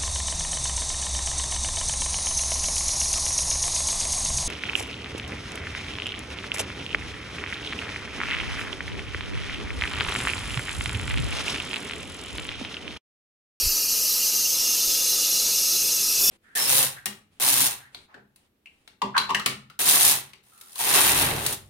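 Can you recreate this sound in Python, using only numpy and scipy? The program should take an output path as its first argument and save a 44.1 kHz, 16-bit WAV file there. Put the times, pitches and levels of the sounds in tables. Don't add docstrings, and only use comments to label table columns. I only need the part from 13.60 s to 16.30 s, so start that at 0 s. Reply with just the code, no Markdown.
import sys
import numpy as np
from scipy import signal
from scipy.io import wavfile

SR = 44100
rng = np.random.default_rng(int(sys.argv[2]) if len(sys.argv) > 2 else 0)


def inscribe(sig):
    pcm = np.round(np.clip(np.atleast_2d(sig).T, -1, 1) * 32767)
    wavfile.write(sys.argv[1], SR, pcm.astype(np.int16))


N = 119070

# frequency in Hz, level in dB per Hz.
JET_HISS = [(20, -98), (100, -81), (310, -75), (490, -73), (620, -77.5), (780, -82), (960, -79),
            (1140, -86), (1400, -83), (2130, -80.5), (2600, -96), (2950, -83), (3400, -82.5), (3680, -72.5),
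            (4250, -71.5), (4700, -69), (6000, -72.5), (6500, -67.5), (7700, -66.5), (10900, -67.5),
            (11400, -64.5), (13100, -66), (14100, -67), (15000, -75.5), (15700, -83)]
# frequency in Hz, width in Hz, level in dB per Hz with the tire slack, the same with it firm.
AIR_PATH_RESONANCES = [(1235, 53, -71, -74), (1310, 76, -80, -76), (2323, 89, -77, -74.5),
                       (2444, 22, -66, -74), (2590, 37, -64.5, -64), (2610, 170, -72.5, -74),
                       (2815, 49, -59.5, -59.5), (3050, 46, -65.5, -67.5), (3280, 45, -68, -67.5),
                       (3539, 80, -74, -62.5), (4040, 50, -58, -55.5), (4360, 320, -73, -66.5),
                       (4530, 55, -55, -63.5), (4660, 79, -66, -59.5), (4918, 56, -56.5, -57),
                       (5080, 53, -60, -55.5), (5320, 35, -65, -63), (5234, 74, -53.5, -54),
                       (5460, 100, -56.5, -76), (5622, 34, -52.5, -51.5), (5726, 61, -75, -53.5),
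                       (5966, 140, -56, -62), (6117, 95, -58, -55.5), (6298, 63, -57.5, -51),
                       (6605, 68, -58, -56), (6650, 75, -59, -63), (6870, 51, -63, -59),
                       (7150, 89, -61, -68), (8800, 61, -80, -62), (10290, 46, -56.5, -55.5),
                       (11000, 70, -61, -64), (11500, 73, -65, -60), (12120, 60, -55.5, -64),
                       (12300, 80, -72, -64), (12690, 70, -74, -73), (12870, 72, -71, -56.5),
                       (14100, 80, -67, -66), (14280, 80, -76, -71), (14700, 120, -80, -62)]
# frequency in Hz, level in dB per Hz.
FREED_HISS = [(20, -80), (150, -71), (500, -70), (750, -74.5), (1250, -75), (2000, -82), (3300, -77),
              (4300, -68), (4900, -61), (6900, -61), (7700, -65), (8900, -65), (9500, -61), (10500, -60.5),
              (13400, -58.5), (14600, -63), (15500, -72)]
# frequency in Hz, width in Hz, level in dB per Hz.
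FREED_RESONANCES = [(2610, 190, -64), (3000, 47, -58), (3510, 57, -56.5), (4020, 170, -65),
                    (4700, 67, -51.5), (5250, 60, -55), (5540, 140, -54), (6500, 75, -61),
                    (13100, 150, -56), (13500, 200, -51)]
# time in seconds, level change in dB.
AIR_FLOW = [(0, -.5), (.12, -0.8), (.28, -1.8), (.31, -0.5), (.38, -0.7), (.6, -0.5), (.95, -1.06),
            (1.1, 0.3), (1.28, 0.5), (1.45, 0.45), (1.65, 0.5), (2, 0.7), (2.15, 0.66), (2.35, 0.1),
            (2.49, 0), (2.55, 0.5), (2.62, 0.4), (2.7, 1)]
# time in seconds, level change in dB.
TREBLE_FIZZ = [(0, -1.5), (.12, 3), (.25, 1.5), (.45, 2), (.65, 1), (1.2, -1), (1.9, -3), (2.2, -1.6),
               (2.7, -1.5)]
# frequency in Hz, level in dB per Hz.
LOW_RUMBLE = [(10, -72), (30, -79.5), (60, -77), (100, -91.5), (200, -105), (1000, -140)]
# frequency in Hz, level in dB per Hz.
YARD_NOISE = [(20, -96), (100, -93.5), (200, -96), (550, -101.5), (1100, -99), (2000, -112), (8000, -125)]
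# centre in seconds, time scale in seconds, level in dB (the peak lies 1.3 dB lower).
SOFT_BUMPS = [(0.038, 0.005, -32), (0.059, 0.0048, -30), (0.07, 0.0069, -22), (0.115, .014, -36),
              (.33, 0.0079, -46), (1.284, .008, -41)]

FIRM_S, FIRM_SPAN_S = 0.98, 0.18
LIFT_S, LIFT_SPAN_S = 2.61, 0.013
FIZZ_HZ, FIZZ_SPAN_HZ = 11000, 1500
RIPPLE_DB, RIPPLE_HZ, RIPPLE_S = 3, 40, 0.62
FLUTTER_DB, FLUTTER_HZ, FLUTTER_S = 1.0, 673, 0.038
EDGE_HZ = 15740
SIZE, HOP = 2048, 256
HZ = np.fft.rfftfreq(SIZE, 1 / SR)
TIMES = np.arange(N // HOP + 3) * HOP / SR


def amp(db):
    return 10 ** (np.asarray(db) / 20)


def read_spectrum(points, hz):
    point_hz, level_db = np.transpose(points)
    return np.interp(np.log(hz + 1), np.log(point_hz + 1), level_db)


def follow(points):
    return np.interp(TIMES, *np.transpose(points))[:, None]


def change(at, span):
    return (0.5 + 0.5 * np.tanh((TIMES - at) / (2 * span)))[:, None]


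def evened(x):
    return x / np.sqrt(np.mean(x ** 2) + 1e-20)


def patches(width_hz, length_s):
    shape = (len(TIMES), len(HZ))
    field = np.fft.rfft2(rng.standard_normal(shape))
    along_time = np.fft.fftfreq(len(TIMES), HOP / SR)[:, None]
    along_pitch = np.fft.rfftfreq(len(HZ), SR / SIZE)
    smoothing = np.exp(-2 * (along_time * length_s) ** 2 - 2 * (along_pitch * width_hz) ** 2)
    return evened(np.fft.irfft2(field * smoothing, shape))


def noise(gain):
    white = rng.standard_normal((len(TIMES) - 1) * HOP) * np.sqrt(SR / 2)
    spectrum = signal.stft(white, nperseg=SIZE, noverlap=SIZE - HOP)[2]
    return signal.istft(spectrum * gain.T, nperseg=SIZE, noverlap=SIZE - HOP)[1][:N]


def ringing(hiss, resonances):
    power = amp(read_spectrum(hiss, HZ)) ** 2
    for hz, width, db in resonances:
        power = power + amp(db) ** 2 / (1 + 2 * ((HZ - hz) / width) ** 2) ** 2
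    return power


def air_jet():
    slack = ringing(JET_HISS, [(hz, width, db) for hz, width, db, _ in AIR_PATH_RESONANCES])
    firm = ringing(JET_HISS, [(hz, width, db) for hz, width, _, db in AIR_PATH_RESONANCES])
    freed = ringing(FREED_HISS, FREED_RESONANCES)

    filled = change(FIRM_S, FIRM_SPAN_S)
    lifted = change(LIFT_S, LIFT_SPAN_S)
    held = (1 - filled) * slack + filled * firm
    power = (1 - lifted) * held + lifted * freed

    top = 0.5 + 0.5 * np.tanh((HZ - FIZZ_HZ) / FIZZ_SPAN_HZ)
    ripple_share = np.minimum(0.27 + HZ / 12000, 1)
    ripple = RIPPLE_DB * patches(RIPPLE_HZ, RIPPLE_S) * ripple_share
    flutter = FLUTTER_DB * patches(FLUTTER_HZ, FLUTTER_S)
    level_db = follow(AIR_FLOW) + top * follow(TREBLE_FIZZ) + ripple + flutter
    return noise(np.sqrt(power) * amp(level_db))


def rumble():
    return noise(amp(read_spectrum(LOW_RUMBLE, HZ))[None])


def yard():
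    gain = amp(read_spectrum(YARD_NOISE, HZ))[None]
    return np.array([noise(gain) for channel in range(2)])


def bumps():
    t = np.arange(N) / SR
    out = np.zeros(N)
    for at, length, db in SOFT_BUMPS:
        u = (t - at) / length
        out -= amp(db) * 2 * u * np.exp(-u ** 2)
    return out


def scene():
    return air_jet() + rumble() + yard() + bumps()


def record(dry):
    low_pass = signal.firwin(511, EDGE_HZ, window=("kaiser", 9), fs=SR)
    return signal.oaconvolve(dry, low_pass[None], "same")


dry = scene()
out = record(dry)
inscribe(out)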